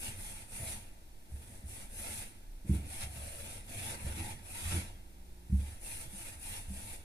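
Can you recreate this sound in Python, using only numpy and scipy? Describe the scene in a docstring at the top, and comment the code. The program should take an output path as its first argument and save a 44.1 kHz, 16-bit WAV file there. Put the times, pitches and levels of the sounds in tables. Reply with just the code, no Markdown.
"""A cloth is wiped to and fro over the side of a wooden wardrobe in a small room.
Its fibres hiss and scrape (patchy filtered noise), its weave rasps, and the thin panel drums under it.
The hand bumps the panel, twice heavily, and gripping cloth judders it: force pulses ring its modes.
Still air, a deep rumble and a faint hum lie beneath. Two microphone ports each add a treble ring."""
import sys
import numpy as np
from scipy import signal
from scipy.fft import rfft, irfft
from scipy.io import wavfile
from scipy.ndimage import uniform_filter1d

SR = 44100
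rng = np.random.default_rng(int(sys.argv[2]) if len(sys.argv) > 2 else 0)


def unload_audio(sound):
    """Save the sound as a 16-bit wav file, at the path given as the first command line argument."""
    columns = np.transpose(np.atleast_2d(sound))
    # keep every value between -1 and 1, then stretch to whole-number steps
    steps = np.round(np.clip(columns, -1, 1) * 32767)
    wavfile.write(sys.argv[1], SR, steps.astype(np.int16))


N = 310452
FREQ, TIME = np.fft.rfftfreq(N, 1 / SR), np.arange(N) / SR

# Strokes of the cloth. Each row: start in seconds, end of the push in seconds, hiss level in dB,
# scrape relative to the hiss in dB, growth over the stroke in dB, drumming of the rubbed spot in dB.
STROKE_TABLE = [(-.08, 0.088, -48, -4, -0.5, 5), (.135, 0.412, -51.4, -3.5, -12, -1.5),
                (0.443, 0.726, -50.5, -4, 6.5, 2.5), (1.256, 1.572, -63.5, -5, 3.5, 7),
                (1.634, 1.83, -53, -5, -7, 4), (1.876, 2.203, -49.5, -4.5, 2.3, 2),
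                (2.65, 2.759, -51.5, -1.5, -9, 12.5), (2.82, 3.033, -52, -1.5, 3, -1),
                (3.054, 3.549, -54, -2.5, 1.2, 2), (3.622, 3.905, -51, -2.2, 6.5, 6),
                (3.937, 4.292, -53, -1.5, 2, 7), (4.396, 4.766, -50.5, -1.5, 9.5, 2),
                (5.45, 5.728, -62.5, -2, 7.5, 3.5), (5.78, 6.018, -49.5, -5, -2.5, 1.2),
                (6.068, 6.293, -51.5, -4.8, -1, -1.5), (6.367, 6.583, -48.5, -3.5, -5.5, -0.5),
                (6.64, 6.93, -53.5, -4.5, 0.5, 2.5)]
# Spectrum of the fibres' hiss. Each row: frequency in Hz, relative level in dB.
HISS_SPECTRUM = [(500, -48), (3000, -20), (6000, -5.5), (8500, -0.5), (11000, -1.5), (14000, -13)]
# Spectrum of the scrape. Each row: frequency in Hz, relative level in dB.
SCRAPE_SPECTRUM = [(300, -35), (700, -7), (1100, -4.5), (1500, -5.5), (2000, -1), (2500, 3), (3300, -1),
                   (5000, -5), (7500, -8.5), (10000, -59), (14000, -37)]
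# Spectrum of the hollow rub. Each row: frequency in Hz, relative level in dB.
HOLLOW_SPECTRUM = [(120, -35), (240, -3), (290, 0.5), (330, 6.5), (385, -8), (440, 1.5), (600, 1.5),
                   (780, -2.5), (890, 0), (1100, -8), (2000, -2), (6000, -37)]
# Spectrum of the drumming, before the panel's peaks. Each row: frequency in Hz, relative level in dB.
WOOD_SPECTRUM = [(42, -39), (56, 2.5), (72, 1), (100, 3), (135, -8.5), (200, -5.5), (260, -10.5),
                 (330, -14.5), (400, -17), (850, -25.5), (4000, -75)]
# Hard presses that sound hollow. Each row: middle in seconds, half length in seconds, level in dB.
SCUFF_TABLE = [(0.65, 0.067, -57.5), (2.08, 0.023, -54), (2.21, 0.015, -60), (3.925, 0.057, -52.5),
               (4.092, .035, -53), (4.752, 0.031, -47)]
# Gliding rasps of the weave in the firmest strokes. Each row: start in seconds, length in seconds,
# first frequency in Hz, last frequency in Hz, level at the middle in dB.
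RASP_TABLE = [(0.574, 0.17, 610, 746, -58.5), (2.88, 0.26, 775, 780, -61.5), (3.12, 0.42, 666, 520, -59),
              (3.692, 0.35, 640, 1050, -57.5), (4.133, 0.21, 846, 860, -53.5),
              (4.475, 0.34, 670, 1600, -60)]
# Spectrum of the still room. Each row: frequency in Hz, relative level in dB.
AIR_SPECTRUM = [(28, -10.5), (44, -21), (64, -8), (120, -20.5), (190, -26), (300, -21), (420, -30.5),
                (850, -31.5), (1200, -36), (3000, -35), (7000, -39), (10000, -44), (14000, -41.5)]
# Spectrum of the deep rumble. Each row: frequency in Hz, relative level in dB.
RUMBLE_SPECTRUM = [(12, -17.5), (22, -23.5), (30, -11.5), (35, -25), (42, -27), (100, -50), (300, -97)]
# Hum partials. Each row: mean frequency in Hz, rms before the swell in dB.
HUM_PARTIALS = [(60, -59), (183, -68.5), (355, -74.5)]
# The hum's one swell. Each row: time in seconds, gain in dB.
HUM_SWELL_CURVE = [(4.6, -11), (5.15, 1.5), (5.45, 2.5), (5.9, -22)]
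# Modes of the wardrobe panel. Each row: frequency in Hz, relative level in dB, basic t60 in seconds.
PANEL_MODES = [(70.7, 9, 0.35), (92.2, 3.5, 0.25), (96.3, 18, 0.044), (147.5, 1.5, 0.17), (157.6, -16, 0.7),
               (196.1, 4, 0.17), (254.3, -15.5, 0.35), (285, -15, 0.52), (329, 1.5, 0.14),
               (432.5, -13.5, 0.2), (510, -41, 0.45)]
# Bumps of the hand. Each row: start in seconds, dry peak in dB, contact time in seconds,
# weight of the upper modes in dB, ring time factor.
BUMP_TABLE = [(0.596, -39, 0.0028, -20, 1.6), (1.317, -35, 0.021, 3, 1), (1.634, -37, 0.018, 9, 0.79),
              (2.644, -41, 0.0019, 5, 0.78), (2.691, -18.5, 0.0032, 3.5, 0.88),
              (2.733, -31.5, 0.00073, 6.5, 0.96), (3.03, -37, 0.009, -2, 2.2), (3.158, -42, 0.0058, 3, 2),
              (4.044, -30.5, 0.0076, 3, 1.03), (5.495, -31, 0.0038, -0.5, 0.74),
              (5.521, -19.5, 0.016, 17, 1.14), (6.055, -44, 0.0015, -3, 0.8), (6.127, -47, 0.0041, 24, 1.4),
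              (6.349, -45, 0.014, 3, 0.32), (6.677, -34.5, 0.014, -7, 0.88),
              (6.697, -37.5, 0.012, 25.5, 1.7)]
# Grip-and-slip trains. Each row: start in seconds, length in seconds, slips per second, dry rms in dB,
# slip time in seconds, unevenness from 0 to 1, weight of the upper modes in dB.
JUDDER_TABLE = [(4.163, 0.067, 82, -42, 0.00052, 0, 2), (4.638, 0.12, 89, -39, 0.0062, 0.09, -6),
                (4.712, 0.083, 73, -37.5, 0.002, 0.47, 3.5)]
# Sound common to both ports. Each row: frequency in Hz, share from 0 to 1.
AXIAL_SHARE = [(100, 0.96), (200, 1), (300, 0.75), (600, 0.45), (900, 0.53), (1050, 0.91), (2000, 0),
               (3000, 0.88), (5000, 0.05), (8000, 0), (14000, 0.28)]
# Colour of the left port. Each row: frequency in Hz, gain in dB.
LEFT_PORT_COLOUR = [(60, -.5), (330, -1.5), (600, 1), (4000, -1.5), (7500, -1), (8800, 0.5), (10200, 12.5),
                    (11500, 5), (14000, 5)]
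# Colour of the right port. Each row: frequency in Hz, gain in dB.
RIGHT_PORT_COLOUR = [(60, .5), (330, 1), (600, 1.5), (4000, -1), (7500, 1), (8800, 11), (10200, 1.5),
                     (11500, -1.5), (14000, 5)]

SPEED_UP_S, GRIP_S = 0.14, 0.19  # the pressure builds a little later than the speed
HISS_FADE_DB_PER_S, SCRAPE_FADE_DB_PER_S = 150, 119  # after the push the hiss dies first
ORDINARY_SCRAPE_DB = -54
# levels at an ordinary scrape, and dB of change per dB of scrape
HOLLOW_DB, HOLLOW_FOLLOWS = -60.5, 0.48
WOOD_DB, WOOD_FOLLOWS = -55.5, 0.61
HOLLOW_DRUMS = 0.23  # dB of hollow rub per dB of drumming
IDLE_RASP_HZ, IDLE_RASP_DB = 860, -12  # faint rasp of every stroke, dB relative to its scrape
PALM_MUTES_HZ, PALM_DB_PER_S = 300, -400  # longer contact mutes the modes above this more
NULL_HZ, NULL_Q = 43.7, 0.93  # the room swallows a band below the panel's lowest mode
PORT_DELAY_S, SPREAD_HZ = 0.000493, 970  # the ports differ in arrival time only above SPREAD_HZ
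EDGE_HZ = 14220  # upper band limit


def gain_of(db):
    """Decibels as a gain."""
    return 10 ** (np.asarray(db) / 20)


def evened(x):
    """Scaled to an rms of 1."""
    return x / np.sqrt(np.mean(x ** 2) + 1e-20)


def read(points):
    """A spectrum table interpolated over log frequency."""
    hz, value = np.transpose(points)
    return np.interp(np.log(FREQ + 1), np.log(hz + 1), value)


def read_gain(points):
    """A dB spectrum as gains."""
    return gain_of(read(points))


def follow(points):
    """A curve table at every sample."""
    return np.interp(TIME, *np.transpose(points))


def add(mix, start_s, sound):
    """Mixes a sound in at its time."""
    part = mix[round(start_s * SR):][:len(sound)]
    part += sound[:len(part)]


def wander(rate_hz):
    """Slow random drift of unit rms: low-passed noise."""
    noise = rfft(rng.standard_normal(N))
    return evened(irfft(noise / (1 + (FREQ / rate_hz) ** 4), N))


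def field(drive, gain):
    """Four strands of sound: two cross the ports from opposite ends, two reach one port only."""
    from_left, from_right, *diffuse = rfft(drive)
    share = np.clip(read(AXIAL_SHARE), 0, 1)
    late = np.exp(-2j * np.pi * FREQ * PORT_DELAY_S * (FREQ > SPREAD_HZ))
    axial = np.array([from_left + late * from_right, late * from_left + from_right]) / np.sqrt(2)
    ports = np.sqrt(share) * axial + np.sqrt(1 - share) * np.array(diffuse)
    return evened(irfft(gain * ports, N))


def room(x, t60_s, wet_db):
    """Direct sound plus a short tail of sparse wall reflections, partly different at each port."""
    t = np.arange(SR // 2) / SR
    signs = rng.choice([-1., 1.], (3, len(t)))
    taps = signs * (rng.random((3, len(t))) < 2000 / SR)
    decay = gain_of(-60 * t / t60_s) * (t > 0.006)
    tail = (taps[0] + 0.077 * taps[1:]) * decay
    tail /= np.linalg.norm(tail[0])
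    return x + gain_of(wet_db) * signal.fftconvolve(np.atleast_2d(x), tail, axes=1)[:, :N]


def stroke(length_s, growth_db, rise_s, fade_db_per_s):
    """One stroke's envelope: it rises, holds while the push grows or eases, and dies away."""
    t = np.arange(round((length_s + 0.7) * SR)) / SR
    rise = np.sin(np.pi / 2 * np.minimum(t / rise_s, 1)) ** 1.34
    growth = growth_db * (np.minimum(t / length_s, 1) - 0.5)
    fade = fade_db_per_s * np.maximum(t - length_s, 0)
    return rise * gain_of(growth - fade)


def effort():
    """Levels of hiss, scrape, hollow rub and drumming: speed drives the first, pressure the others."""
    power = np.zeros((4, N + SR))  # a second of lead, as the first stroke is already under way
    for start, end, db, pressure_db, growth_db, drum_db in STROKE_TABLE:
        length = end - start
        hiss = gain_of(db) * stroke(length, growth_db, SPEED_UP_S, HISS_FADE_DB_PER_S)
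        scrape = gain_of(db + pressure_db) * stroke(length, growth_db, GRIP_S, SCRAPE_FADE_DB_PER_S)
        force = scrape / gain_of(ORDINARY_SCRAPE_DB)
        hollow = gain_of(HOLLOW_DB + HOLLOW_DRUMS * drum_db) * force ** HOLLOW_FOLLOWS
        wood = gain_of(WOOD_DB + drum_db) * force ** WOOD_FOLLOWS
        for layer, level in zip(power, (hiss, scrape, hollow, wood)):
            add(layer, 1 + start, level ** 2)
    return np.sqrt(power[:, SR:])


def fibres(snags_per_s, spread_db):
    """Countless tiny snags of uneven size over a smooth sliding noise."""
    size = gain_of(spread_db * np.minimum(rng.exponential(1, (4, N)), 4))
    caught = rng.random((4, N)) < snags_per_s / SR
    snags = size * rng.standard_normal((4, N)) * caught
    return evened(snags) + rng.standard_normal((4, N))


def creased(x, patchy_db):
    """The folds of the cloth shift, so its colour changes from moment to moment."""
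    z = signal.stft(x, nperseg=1024)[2]
    patches = uniform_filter1d(rng.standard_normal(z.shape[1:]), size=6, axis=0)  # over frequency
    patches = evened(uniform_filter1d(patches, size=5, axis=1))  # over time
    return signal.istft(z * gain_of(patchy_db * patches), nperseg=1024)[1][:, :N]


def fibre_hiss(level, folds):
    """Sliding fibres: dense fine snags, bright and fairly even."""
    drive = creased(fibres(6000, 0.63), patchy_db=1.86)
    return field(drive, read_gain(HISS_SPECTRUM)) * level * gain_of(-0.14 + 0.45 * folds)


def fibre_scrape(level, folds):
    """Pressed fibres: coarser snags, with level swings as the folds catch."""
    drive = creased(fibres(2500, 1.5), patchy_db=2.5)
    return field(drive, read_gain(SCRAPE_SPECTRUM)) * level * gain_of(3.0 + 1.47 * folds)


def scuffs():
    """Level of the short hard presses, each a bell curve in time."""
    return sum(gain_of(db) * np.exp(-0.5 * ((TIME - middle) / half) ** 2)
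               for middle, half, db in SCUFF_TABLE)


def hollow_rub(level, folds):
    """Sparse uneven snags sound hollow on the wood, most of all in the scuffs."""
    drive = creased(fibres(1500, 3.3), patchy_db=2.5)
    pressed = np.hypot(level, scuffs())
    return field(drive, read_gain(HOLLOW_SPECTRUM)) * pressed * gain_of(-0.97 + 1.5 * folds)


def wood_drumming(level, folds):
    """Friction drums on the panel: coarse snags, boosted around each panel mode."""
    peaks = sum(1 / (1 + ((FREQ - hz) * t60 / 0.69) ** 2) for hz, _, t60 in PANEL_MODES)
    gain = read_gain(WOOD_SPECTRUM) * np.sqrt(1.1 + peaks)
    return field(fibres(400, 3.0), gain) * level * gain_of(0.5 * folds)


def resonate(x, hz, width_hz):
    """A resonance of gain 1 that follows the curve hz: shift to zero, low-pass, shift back."""
    turn = np.exp(2j * np.pi * np.cumsum(hz) / SR)
    r = np.exp(-np.pi * width_hz / SR)
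    return 2 * (turn * signal.lfilter([(1 - r) ** 2], [1, -2 * r, r * r], x / turn)).real


def rasp(scraping):
    """Threads of the weave catch in loose rhythm: a fuzzy gliding band and its octave."""
    hz = np.full(N, float(IDLE_RASP_HZ))
    level = scraping * gain_of(IDLE_RASP_DB)
    for start, length, first_hz, last_hz, db in RASP_TABLE:
        u = np.clip((TIME - start) / length, 0, 1)
        hz = np.where((u > 0) & (u < 1), first_hz + (last_hz - first_hz) * u, hz)
        level = np.maximum(level, gain_of(db) * np.sqrt(4 * u * (1 - u)))
    catches = rng.standard_normal((4, N))
    octave = gain_of(-16.0) * resonate(catches, 2 * hz, width_hz=1500)
    return field(resonate(catches, hz, width_hz=160) + octave, 1) * level


def wiping():
    """Fibres scrape and hiss as folds catch unevenly; the same friction drums on the panel."""
    hissing, scraping, ringing, drumming = effort()
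    folds = wander(25)
    rubbing = fibre_scrape(scraping, folds) + hollow_rub(ringing, folds)
    rubbing = rubbing + wood_drumming(drumming, folds) + rasp(scraping)
    # the near wall colours all but the hiss
    return fibre_hiss(hissing, folds) + room(rubbing, t60_s=0.09, wet_db=-7.0)


def hum_partial(hz, db):
    """A sine whose frequency wavers at random, by 1.2 % rms."""
    wavering_hz = hz * (1 + 0.012 * wander(13.0))
    return gain_of(db) * evened(np.sin(2 * np.pi * np.cumsum(wavering_hz) / SR))


def background():
    """Still air and a deep rumble as shaped noise, with a faint wavering hum."""
    air = field(rng.standard_normal((4, N)), read_gain(AIR_SPECTRUM)) * gain_of(-58.5)
    rumble = field(rng.standard_normal((4, N)), read_gain(RUMBLE_SPECTRUM)) * gain_of(-50.5)
    hum = sum(hum_partial(hz, db) for hz, db in HUM_PARTIALS)
    return air + rumble + hum * gain_of(follow(HUM_SWELL_CURVE))


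def panel(upper_db, ring, muted_db=0):
    """The panel's answer to a tap: its modes swell as the blow spreads, neighbours in opposite directions."""
    t = np.arange(SR * 3 // 4) / SR
    modes = np.zeros(len(t))
    for k, (hz, db, t60) in enumerate(PANEL_MODES):
        mode_db = db + upper_db * (hz > 170) + muted_db * (hz > PALM_MUTES_HZ)
        decay = gain_of(mode_db - 60 * t / (t60 * ring))
        modes += (-1) ** k * decay * np.sin(2 * np.pi * hz * t)
    swelling = modes * (1 - np.exp(-t / 0.0055))
    # the deepest swings hardly move the air
    radiation = signal.butter(2, 62, "highpass", fs=SR, output="sos")
    heard = signal.sosfilt(radiation, swelling)
    return signal.lfilter(*signal.iirnotch(NULL_HZ, NULL_Q, SR), heard)


def push(length_s):
    """A soft pulse of force; the longer, the duller."""
    u = np.arange(SR // 20) / SR / (length_s / 5)
    return u ** 2 * np.exp(-u)


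def bumps():
    """The padded hand lands on the panel: one force pulse rings the modes."""
    out = np.zeros(N)
    for start, db, contact, upper_db, ring in BUMP_TABLE:
        answer = panel(upper_db, ring, muted_db=PALM_DB_PER_S * contact)
        thud = signal.fftconvolve(push(contact), answer)
        add(out, start, gain_of(db) * thud / abs(thud).max())
    return out


def judders():
    """The cloth grips and slips: short trains of force pulses shake the panel."""
    out = np.zeros(N)
    for start, length, rate, db, slip, uneven, upper_db in JUDDER_TABLE:
        chance = rng.standard_normal((32, 2))
        slips = np.zeros(SR // 4)
        for k, (shift, size) in enumerate(chance[:round(length * rate)]):
            slip_s = max(k + uneven * shift, 0) / rate
            add(slips, slip_s, push(slip) * np.exp(uneven * size))
        shake = signal.fftconvolve(slips, panel(upper_db, ring=0.6))
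        add(out, start, gain_of(db) * shake / shake[:round(length * SR)].std())
    return out


def scene():
    """The wiping, the hand's bumps and the cloth's judders over the quiet of the room."""
    knocks = room(bumps() + judders(), t60_s=0.46, wet_db=-13.5)
    return wiping() + knocks + background()


def record(dry):
    """Each port rings at its own treble pitch; then the band limit."""
    colours = np.array([read_gain(LEFT_PORT_COLOUR), read_gain(RIGHT_PORT_COLOUR)])
    coloured = irfft(rfft(dry) * colours, N)
    band_limit = signal.firwin(1023, EDGE_HZ, window=("kaiser", 9), fs=SR)
    return signal.oaconvolve(coloured, band_limit[None], "same")


dry = scene()
out = record(dry)
unload_audio(out)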